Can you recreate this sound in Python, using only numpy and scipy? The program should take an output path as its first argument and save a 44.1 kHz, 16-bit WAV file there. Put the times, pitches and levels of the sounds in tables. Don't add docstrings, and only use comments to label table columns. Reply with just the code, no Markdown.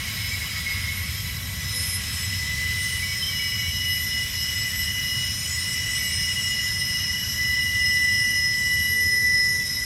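import sys
import numpy as np
from scipy import signal
from scipy.fft import rfft, irfft, next_fast_len
from scipy.io import wavfile
from scipy.ndimage import uniform_filter1d

SR = 44100
rng = np.random.default_rng(int(sys.argv[2]) if len(sys.argv) > 2 else 0)


def volts_from_db(level):
    exponent = np.asarray(level, float) / 20
    return 10 ** exponent


def dump_mix(stems):
    frames = np.atleast_2d(stems).T
    limited = np.clip(frames, -1, 1)
    pcm = np.round(limited * 32767).astype(np.int16)
    wavfile.write(sys.argv[1], SR, pcm)


N = 434371
STEP = 64

# time_s, level_db
ROLL_LOAD = [(0, -35.5), (1.2, -33.5), (3, -34.5), (4.5, -35.5), (6.2, -35), (8, -36), (9.85, -37.5)]
# pitch_hz, level_db (per Hz)
RUMBLE_COLOUR = [(12, -51), (20, -27.5), (69, -1), (87, 2.5), (218, -14), (375, -31.5), (434, -27),
                 (471, -29), (686, -29), (808, -40.5), (1000, -25.5), (1300, -63), (2200, -120)]
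BOGIE_HZ, BOGIE_DB, BOGIE_S, BOGIE_SPREAD_S = 278, 5.5, 9.5, 2.3

# time_s, rub_db, scrape_db
RUB = [(0.0, -33, -46), (.74, -33.5, -44), (1.23, -39, -44), (1.53, -41.5, -43), (1.75, -38.5, -40),
       (2.14, -35, -42.5), (2.6, -38, -39), (3.1, -39, -38.5), (3.81, -43, -34.5), (4.65, -39.5, -36),
       (4.94, -43, -35), (5.51, -40, -34.5), (6.28, -40.5, -32.5), (8.89, -51.5, -32.5), (9.19, -56, -31.5),
       (9.85, -50, -32)]
RUB_HZ = [1400, 3500, 10000]
RUB_SHARE = [0.51, 0.85, 0.15]
RUB_DRIFT = [0.3, 0.55, 0.22]
# pitch_hz, level_db (per Hz)
HISS_COLOUR = [(700, -36), (1100, -29.5), (1790, -21.5), (2400, -19), (3400, -23), (4600, -23), (6500, -24),
               (10200, -26.5), (12500, -33), (15600, -41)]
# pitch_hz, width_hz, level_db (per Hz), growth_db (per s)
WHEEL_MODES = [(1107, 64, -29, -1), (1304, 54, -31.5, -1.5), (1663, 110, -27, -0.6), (1931, 40, -13.5, .3),
               (1988, 54, -10, 0.35), (2045, 65, -17, 0.5), (2240, 63, -23, -2.5), (2958, 64, -11, 0),
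               (3156, 130, -17.5, -1), (3475, 115, -24.5, -1.1), (3952, 170, -19, -0.3),
               (5106, 214, -15, 1), (6910, 200, -26.5, -0.1), (7940, 160, -27, 0.7), (8780, 200, -26, 0),
               (9440, 200, -24, 0.6), (11020, 520, -28, 0), (11570, 134, -20, 0.65),
               (12000, 270, -27.5, -1), (13050, 700, -29.5, -0.6), (14300, 800, -36, 0),
               (15300, 250, -40, -1), (15500, 500, -37, 0)]
# time_s, change_db
TRIO_RUB = [(0, -2), (1.4, -7), (3, 0), (8.85, 0), (9.15, -9)]
# pitch_hz, width_hz, level_db (per Hz)
FLANGE_MODES = [(5388, 270, -16), (5435, 90, -17), (5740, 120, -20), (5600, 70, -21), (5930, 90, -18),
                (6176, 116, -23)]
HISS_DB, WHEEL_DB, FLANGE_DB = -38, -35.5, -38.5
BOUT_HISS_DB = 2

# pitch_hz, scatter_hz
CHATTER_HZ = [(2163, 13), (2256, 7), (1980, 12)]
# start_s, length_s, level_db
CHATTER = [
    [(0.0, 0.025, -32.5), (.07, 0.033, -32.5), (.17, 0.081, -37), (.24, 0.14, -39), (.34, 0.016, -24.5),
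     (.4, .06, -36), (.46, 0.058, -40), (.56, 0.056, -34), (.657, 0.041, -28), (.7, 0.033, -26),
     (.745, 0.07, -34), (.83, 0.048, -33), (.875, 0.069, -30.5), (.97, 0.044, -34), (1.04, 0.048, -37),
     (1.17, .1, -50)],
    [(3.02, 0.025, -30), (3.065, 0.048, -34), (3.11, 0.032, -34.5), (3.28, 0.068, -35), (3.39, 0.032, -31),
     (3.435, .055, -35), (3.515, 0.04, -35), (3.575, .025, -34), (3.62, 0.05, -33), (3.665, .04, -34),
     (3.8, 0.055, -44), (3.91, .06, -41)],
    [(9.66, 0.013, -34), (9.7, 0.016, -38), (9.76, 0.027, -28.5), (9.815, 0.021, -25.5)],
]
# start_s, length_s, pitch_hz, level_db
CREAKS = [(.29, .03, 2240, -37), (.315, .03, 2290, -31), (.42, .12, 2935, -41), (1.15, .08, 3210, -43),
          (.53, .07, 1290, -46), (1.6, .06, 1660, -46), (1.72, .1, 500, -53), (2.7, .06, 3110, -45),
          (3.221, .024, 3105, -25.5), (3.255, .04, 3104, -28.5), (3.305, .04, 3104, -40),
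          (9.59, .03, 3480, -44), (9.6, .03, 2600, -48), (.035, .03, 2310, -40), (.12, .025, 2300, -41),
          (.205, .02, 2260, -38), (.55, .03, 2250, -40), (1.06, .04, 2260, -39), (1.14, .03, 2260, -40),
          (1.24, .03, 2110, -39), (1.24, .05, 3925, -39), (4.25, .1, 3610, -49), (4.08, .14, 3550, -48),
          (4.25, .15, 3480, -49), (2.03, .05, 3530, -46), (8.9, .72, 440, -53), (2.15, .05, 3190, -44),
          (5.97, .32, 2250, -42), (7.23, .05, 1520, -46), (6.68, .05, 1700, -48), (6.67, .03, 1610, -48),
          (5.53, .05, 2860, -42), (4.7, .07, 1815, -41), (4.84, .05, 1830, -42), (5.73, .04, 5840, -38),
          (6.17, .06, 1815, -45)]
SAG_PER_S = .012

# start_s, length_s, pitch_hz, level_db
CRIES = [(0, 1.0, 3910, -48), (2.2, .5, 3950, -49), (2.6, 1.6, 3985, -48), (4.9, .7, 3950, -50),
         (0, .35, 2960, -45), (3.8, .9, 6880, -50), (3.1, .25, 9250, -48), (5.0, 1.4, 9480, -49),
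         (6.3, .7, 9570, -48), (3.4, 2.0, 10900, -51), (4.1, 1.2, 12180, -50), (7.2, .7, 3975, -50),
         (2.04, .34, 7810, -40), (5.3, 1.2, 1935, -46), (4.4, .8, 1915, -47), (1.58, .2, 6010, -47),
         (2.45, .14, 5550, -45), (.23, .26, 7311, -49), (.84, .39, 9445, -50), (.88, .23, 11155, -49),
         (1.1, .8, 3895, -49), (2.79, .28, 9489, -46), (3.0, .42, 8784, -46), (3.0, .53, 12129, -52),
         (4.2, .5, 13350, -57), (4.71, .7, 2851, -49), (4.9, .55, 14450, -60), (5.32, .28, 6841, -41),
         (5.41, .3, 6900, -42), (5.7, .25, 6780, -47), (7.05, .7, 1700, -53), (6.2, .6, 6889, -42),
         (6.7, .9, 5990, -47), (7.59, 1.11, 9498, -47), (7.8, .55, 14310, -54), (6.6, .4, 14360, -56),
         (7.6, .7, 15300, -60), (8.13, .46, 1700, -53), (8.48, .39, 11146, -50), (8.66, 1.07, 1670, -55),
         (8.8, .85, 9291, -42), (9.3, .35, 3870, -51), (9.62, .35, 3860, -46), (8.5, .5, 3910, -51),
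         (8.05, .38, 5910, -43), (7.25, .2, 5920, -44), (8.4, .12, 5790, -45), (9.02, .1, 5660, -44),
         (9.68, .12, 5620, -43), (4.5, .2, 6150, -48), (8.94, .44, 11997, -52), (9.17, .44, 10639, -54),
         (9.17, .7, 9525, -45),
         (1.75, .7, 8795, -47), (2.45, .4, 7800, -47), (2.68, .36, 8790, -44), (2.85, .25, 9700, -46),
             (4.0, .5, 9650, -51), (5.05, .9, 6800, -49), (5.1, .3, 6910, -47), (5.4, .8, 9630, -50),
             (5.52, .12, 8260, -47), (5.64, .14, 8880, -45), (6.2, .7, 9400, -48), (6.68, .35, 8890, -44),
             (7.75, .6, 7960, -49), (8.05, .5, 9500, -47), (7.1, .5, 6880, -50), (9.3, .5, 7100, -52),
             (6.4, .12, 5420, -40), (7.85, .15, 5440, -40)]
UPPER_HZ = [5951, 7753, 8770, 12315]
# start_s, length_s, level_db
UPPER_CRIES = [
    [(5.13, 0.44, -42), (6.05, 0.28, -44), (7.0, .3, -49)],
    [(1.83, 2.4, -53), (4.1, 0.59, -46), (4.5, .45, -41), (5.36, 0.46, -44), (5.66, .6, -40),
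     (6.2, 0.4, -42), (7.76, 0.56, -49), (8.48, 0.44, -44)],
    [(3.74, 0.41, -45), (4.64, 0.34, -46), (5.06, 0.67, -41.5), (5.76, 0.92, -40.5), (7.48, 0.28, -45),
     (8.45, 0.74, -45)],
    [(4.85, 0.67, -52), (7.27, .51, -46), (8.45, 0.83, -49)],
]
SHRIEK_HZ = [5383, 6283, 7270, 8085, 8288, 8797, 9100, 9703, 9973, 10306, 10922, 11189, 12134]
SHRIEK_DB = [-55, -45, -52, -50, -46, -43, -44, -41, -42, -47, -41, -37, -43]
# start_s, length_s, level_db, tilt_db (per kHz)
BOUTS = [
    (1.68, 0.37, -2, -0.27),
    (2.029, 0.27, -9, -1.3),
    (2.72, 0.37, -7.5, -0.97),
]
SINK_PER_S, NEAR_SINK_PER_S = 0.00207, .0026

# time_s, low_hz, middle_hz, high_hz
SINGING_PITCH = [(0, 1997, 5168, 11805), (2.5, 2002, 5171, 11773), (4.5, 1999, 5166, 11708),
                 (6.5, 1993, 5154, 11663), (8.5, 1986, 5140, 11586), (9.85, 1982, 5128, 11550)]
# time_s, level_db
LOW_SING = [(0.0, -48), (.72, -37.5), (1.45, -58), (1.62, -37.5), (2.3, -37), (2.66, -28.5), (3.55, -34.5),
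            (3.93, -30.5), (4.85, -31.5), (5.5, -33), (6.7, -29), (7.37, -36), (7.395, -25.5), (8.04, -21),
            (8.42, -25.5), (9.28, -20.5), (9.62, -24), (9.66, -38)]
# time_s, loss_db
SLIPS = [(3.28, 8.6), (3.72, 6.9), (4.32, 7.1), (4.45, 5.1), (5.22, 4.3), (5.32, 8.6), (5.45, 15),
         (5.66, 2.8), (6.12, 5.8), (6.2, 5.2), (6.43, 2.2), (6.83, 2), (7.24, 6), (8.89, 2.1), (9.575, 2.8),
         (.52, 6), (2.08, 6.1), (3.06, 2.3), (6.65, 2.5), (7.7, 3)]
SLIP_S = 0.055
# start_s, length_s, level_db
MIDDLE_GRIPS = [(0.145, 0.22, -37), (.92, 0.45, -43), (1.638, 0.37, -34), (2.005, 0.5, -35),
                (2.594, 0.33, -39.5), (3.04, 0.6, -32.5), (3.66, 0.39, -33.5), (4.05, .17, -31),
                (4.3, .12, -32), (4.36, .13, -29.5), (4.515, 0.12, -28.5), (4.713, 0.24, -35),
                (4.99, 0.78, -34), (5.85, 0.24, -36), (6.05, 0.3, -30.5), (6.385, 0.45, -34),
                (6.647, 0.49, -31), (7.193, 0.46, -34.5), (7.785, 0.19, -26.5), (8.021, 0.24, -29.5),
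                (8.304, 0.24, -27), (8.562, 0.47, -35.5), (9.003, 0.23, -28.5), (9.266, 0.27, -27.5),
                (9.633, 0.22, -30)]
# start_s, length_s, level_db
HIGH_GRIPS = [(.69, .05, -42), (.92, .13, -41), (1.08, .5, -45), (1.74, .24, -40), (2.08, .2, -45),
              (2.6, .5, -55), (3.2, .3, -46), (3.55, .3, -45), (3.87, 0.13, -38), (3.99, 0.096, -34),
              (4.27, 0.19, -41), (4.46, .24, -42.5), (4.75, .08, -34), (4.88, .24, -44), (5.3, .3, -50),
              (5.95, 0.15, -39), (6.1, .14, -55), (6.6, 0.14, -43), (6.84, .2, -44), (7.17, 0.092, -42),
              (7.25, .1, -38), (7.4, .14, -50), (7.62, 0.18, -51.5), (7.86, 0.16, -46), (8.22, .3, -48),
              (8.7, .07, -40), (8.78, .2, -36.5), (8.99, .1, -36), (9.15, .13, -38), (9.46, .12, -40),
              (9.66, 0.22, -41.5)]
# start_s, length_s, level_db
LEAVING_GRIPS = [
    (-.1, 0.49, -43.5),
    (0.417, 0.51, -39),
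]
LEAVING_HZ = 5040
BUILD_S, LET_GO_S, HIGH_EDGE_S = 0.2, 0.24, .05
HUM_DB = -11

TRIO_HZ = [2909.5, 2894.5, 2940.5]
# start_s, length_s, level_db
TRIO_GRIPS = [
    [(2.62, 0.51, -38.5), (3.31, 0.48, -32), (3.74, 0.25, -29), (4.1, 0.16, -29.5), (4.3, 0.44, -34.5),
     (4.8, 0.5, -31.5), (5.62, 0.43, -35.5), (6.22, 0.43, -33.5), (6.82, 0.44, -35.5), (7.4, 0.38, -36.5),
     (7.72, .33, -38)],
    [(5.95, .75, -34), (6.7, 0.35, -36.5), (7.55, 0.52, -37.5), (8.0, 0.47, -37.5)],
    [(7.08, 0.63, -37.5), (7.95, 0.48, -41.5), (8.6, 0.39, -34)],
]


def curves(table, t):
    s, *columns = np.transpose(table)
    return [np.interp(t, s, column) for column in columns]


def walk(rate, size, per_s=SR):
    hold = max(int(per_s / rate), 1)
    steps = np.repeat(rng.standard_normal(size // hold + 1), hold)
    return 1.3 * uniform_filter1d(uniform_filter1d(steps, hold), hold)[:size]


def tone(hz, rough, rate, wander_hz):
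    size = len(hz)
    wandering = hz + wander_hz * walk(12, size)
    phase = 2 * np.pi * (np.cumsum(wandering) / SR + rng.random())
    share = np.clip(rough, 0, 1)
    flutter = walk(rate, size) * np.sin(phase) + walk(rate, size) * np.cos(phase)
    return np.sqrt(2 - 2 * share) * np.sin(phase) + np.sqrt(share) * flutter


def bands(gain, centres):
    size = next_fast_len(N)
    hz = np.arange(1, size // 2 + 2) * SR / size
    spectrum = rfft(rng.standard_normal(size)) * gain(hz)
    spectrum /= np.std(irfft(spectrum, size))
    place = np.interp(np.log(hz), np.log(centres), np.arange(len(centres)))
    return [irfft(spectrum * np.clip(1 - abs(place - k), 0, 1), size)[:N] for k in range(len(centres))]


def colour(points, hz):
    point_hz, db = np.transpose(points)
    return volts_from_db(np.interp(np.log(hz), np.log(point_hz), db))


def peak(hz, centre_hz, width_hz, db):
    return volts_from_db(db) ** 2 / (1 + (2 * (hz - centre_hz) / width_hz) ** 4)


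def drifting(band, db, slow_db, slow_rate, quick_db, quick_rate):
    drift = slow_db * walk(slow_rate, len(db), SR / STEP)
    flicker = quick_db * walk(quick_rate, len(db), SR / STEP)
    return band * np.repeat(volts_from_db(db + drift + flicker), STEP)[:N]


def grip(t, rows, build_s=BUILD_S, let_go_s=LET_GO_S):
    slow, gain = t[::STEP], 0
    for start, length, db in rows:
        since, left = slow - start, start + length - slow
        edge = np.minimum(since / build_s + 0.41, left / let_go_s + 0.52)
        held = np.sin(np.pi / 2 * np.clip(edge, 0, 1)) ** 2
        hum = volts_from_db(HUM_DB) * np.clip(1 + 4 * np.minimum(since, left), 0, 1)
        gain = np.maximum(gain, volts_from_db(db) * np.maximum(held, hum))
    return np.interp(t, slow, gain)


def sunk(hz, s):
    return hz * (1 - NEAR_SINK_PER_S * (s - 6))


def cries(t, table, rough):
    out = np.zeros(N)
    for start, length, hz, db in table:
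        on = slice(int(start * SR), int((start + length) * SR))
        slide = hz * (1 - SINK_PER_S * (t[on] - start - length / 2))
        swell = signal.windows.tukey(len(slide), .55)
        out[on] += swell * volts_from_db(db) * tone(slide, rough, rate=45, wander_hz=0.0011 * hz)
    return out


def rumble(t):
    slow = t[::STEP]
    centres = np.geomspace(30, 1000, num=10)
    db, = curves(ROLL_LOAD, slow)
    out = 0
    for hz, band in zip(centres, bands(lambda f: colour(RUMBLE_COLOUR, f), centres)):
        follow = np.clip(110 / hz, 0, 1)
        pitch_gap = np.log(hz / BOGIE_HZ) ** 2 / 0.14
        time_gap = ((slow - BOGIE_S) / BOGIE_SPREAD_S) ** 2
        near_db = BOGIE_DB * np.exp(-pitch_gap - time_gap)
        out = out + drifting(band, db.mean() + follow * (db - db.mean()) + near_db, .5, .8, .5, 4)
    return out


def crowd(t, gain, scrape_db, count):
    when, long, where, size = rng.random((count, 4)).T
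    hz = np.where(np.arange(count) % 2, 5280 + 950 * where ** 1.5, 6500 + 9000 * where)
    start = when * (t[-1] - .1)
    scrape = scrape_db[(start * SR / STEP).astype(int)]
    db = 20 * np.log10(gain(hz)) + (scrape - 6) * (hz < 6400) + 5 * size - 31
    return cries(t, zip(start, .08 + .3 * long ** 2, hz, db), rough=.85)


def friction(t):
    slow = t[::STEP]
    middle = slow - slow.mean()
    rub_db, scrape_db = (db - db.mean() for db in curves(RUB, slow))
    change = [share * rub_db + drift * middle for share, drift in zip(RUB_SHARE, RUB_DRIFT)]
    bouts = sum(np.exp(-(2 * (slow - start) / length - 1) ** 2) for start, length, *_ in BOUTS)
    change[-1] += BOUT_HISS_DB * bouts

    def wheels(hz):
        return sum(peak(hz, *mode[:3]) for mode in WHEEL_MODES)

    def flange(hz):
        return sum(peak(hz, *mode) for mode in FLANGE_MODES)

    centres = np.geomspace(900, 15000, num=13)
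    out, shared = 0, walk(12, len(slow), SR / STEP)
    for hz, band in zip(centres, bands(lambda f: colour(HISS_COLOUR, f), centres)):
        share = [np.interp(np.log(hz), np.log(RUB_HZ), row) for row in np.eye(len(RUB_HZ))]
        db = HISS_DB + share @ np.array(change) + 0.3 * np.clip(hz / 9000, 0, 1) * shared
        out = out + drifting(band, db, .5, 2, 1.7, 32)
    trio_db, = curves(TRIO_RUB, slow)
    wheel_bands = bands(lambda f: np.sqrt(wheels(f)), [mode[0] for mode in WHEEL_MODES])
    for band, (hz, _, _, growth_db) in zip(wheel_bands, WHEEL_MODES):
        db = WHEEL_DB + growth_db * middle + (2700 < hz < 3350) * trio_db
        out = out + drifting(band, db, 1.0, 1.5, 2.2, 30)
    for band in bands(lambda f: np.sqrt(flange(f)), [mode[0] for mode in FLANGE_MODES]):
        out = out + drifting(band, FLANGE_DB + scrape_db, 1.5, 4, 1.8, 22)

    def whole(hz):
        return np.sqrt(colour(HISS_COLOUR, hz) ** 2 + wheels(hz) + flange(hz))
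    return out + crowd(t, whole, scrape_db, count=320)


def creaks(t):
    out = np.zeros(N)
    jerks = [(start, length, hz + scatter * rng.standard_normal(), db)
             for rows, (hz, scatter) in zip(CHATTER, CHATTER_HZ) for start, length, db in rows]
    for start, length, hz, db in jerks + CREAKS:
        on = slice(max(int(start * SR), 0), int((start + length + .08) * SR))
        age = t[on] - start
        onset = np.clip(age / .008, 0, 1)
        tail = np.exp(-np.clip(age - length, 0, 1) / .01 - .4 * age / length)
        pitch = hz * (1 - SAG_PER_S * (age - length / 2))
        out[on] += onset * tail * volts_from_db(db) * tone(pitch, rough=.14, rate=150, wander_hz=.003 * hz)
    return out


def wheel_cries(t):
    upper = [(start, length, sunk(hz, start + length / 2), db)
             for hz, rows in zip(UPPER_HZ, UPPER_CRIES) for start, length, db in rows]
    shriek = []
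    for start, length, bout_db, tilt_db in BOUTS:
        for hz, note_db in zip(SHRIEK_HZ, SHRIEK_DB):
            db = note_db + 2 * rng.standard_normal() + bout_db + tilt_db * (hz - 9000) / 1000
            shriek.append((start + .04 * rng.random(), length * rng.uniform(.75, 1.1), hz, db))
    return cries(t, CRIES + shriek, rough=0.83) + cries(t, upper, rough=0.44)


def singing(t):
    low_db, = curves(LOW_SING, t)
    low_db = low_db - sum(db * np.exp(-((t - s) / SLIP_S) ** 2) for s, db in SLIPS)
    low_hz, middle_hz, high_hz = curves(SINGING_PITCH, t)
    low_rough = .04 + .2 * np.clip((-27 - low_db) / 10, 0, 2)
    out = volts_from_db(low_db) * tone(low_hz, low_rough, rate=120, wander_hz=1.5)
    out += grip(t, MIDDLE_GRIPS) * tone(middle_hz, rough=0.06, rate=70, wander_hz=2.7)
    early = t[t < 1.3]
    leaving = tone(LEAVING_HZ + 0 * early, rough=.15, rate=50, wander_hz=3)
    out[:len(early)] += grip(early, LEAVING_GRIPS) * leaving
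    high = tone(high_hz, rough=0.15, rate=70, wander_hz=9)
    return out + grip(t, HIGH_GRIPS, HIGH_EDGE_S, HIGH_EDGE_S) * high


def trio(t):
    out = np.zeros(N)
    for rows, hz in zip(TRIO_GRIPS, TRIO_HZ):
        first_s, last_s = rows[0][0] - .3, sum(rows[-1][:2]) + .3
        on = slice(int(first_s * SR), int(last_s * SR))
        out[on] += grip(t[on], rows) * tone(sunk(hz, t[on]), rough=.11, rate=150, wander_hz=1.5)
    return out


def masked(x):
    low_hz, high_hz = 10800, 12250
    band_bins = 32
    hz, _, z = signal.stft(x, SR, window="cosine", nperseg=2048)
    power = abs(z) ** 2
    loudest = power[(hz > low_hz) & (hz < high_hz)].max(axis=0)
    masker = uniform_filter1d(loudest, size=3)
    band = np.arange(len(hz)) // band_bins
    scatter_db = 4 * rng.standard_normal((band[-1] + 1, z.shape[1]))[band]
    slope_db = -1.7 * (hz[band * band_bins, None] - high_hz) / 1000
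    limit = volts_from_db(-25 + slope_db + scatter_db) ** 2 * masker
    hidden = (uniform_filter1d(power, size=3, axis=0) < limit) & (hz > high_hz)[:, None]
    return signal.istft(z * ~hidden, SR, window="cosine", nperseg=2048)[1][:N]


def scene():
    t = np.arange(N) / SR
    mono = rumble(t) + friction(t) + creaks(t) + wheel_cries(t) + singing(t) + trio(t)
    return np.array([mono, mono])


def band_limit(x):
    return signal.sosfilt(signal.butter(12, 15730, fs=SR, output="sos"), x)


def record(dry):
    mono = masked(dry[0])
    return band_limit(np.array([mono, mono]))


dry = scene()
out = record(dry)
dump_mix(out)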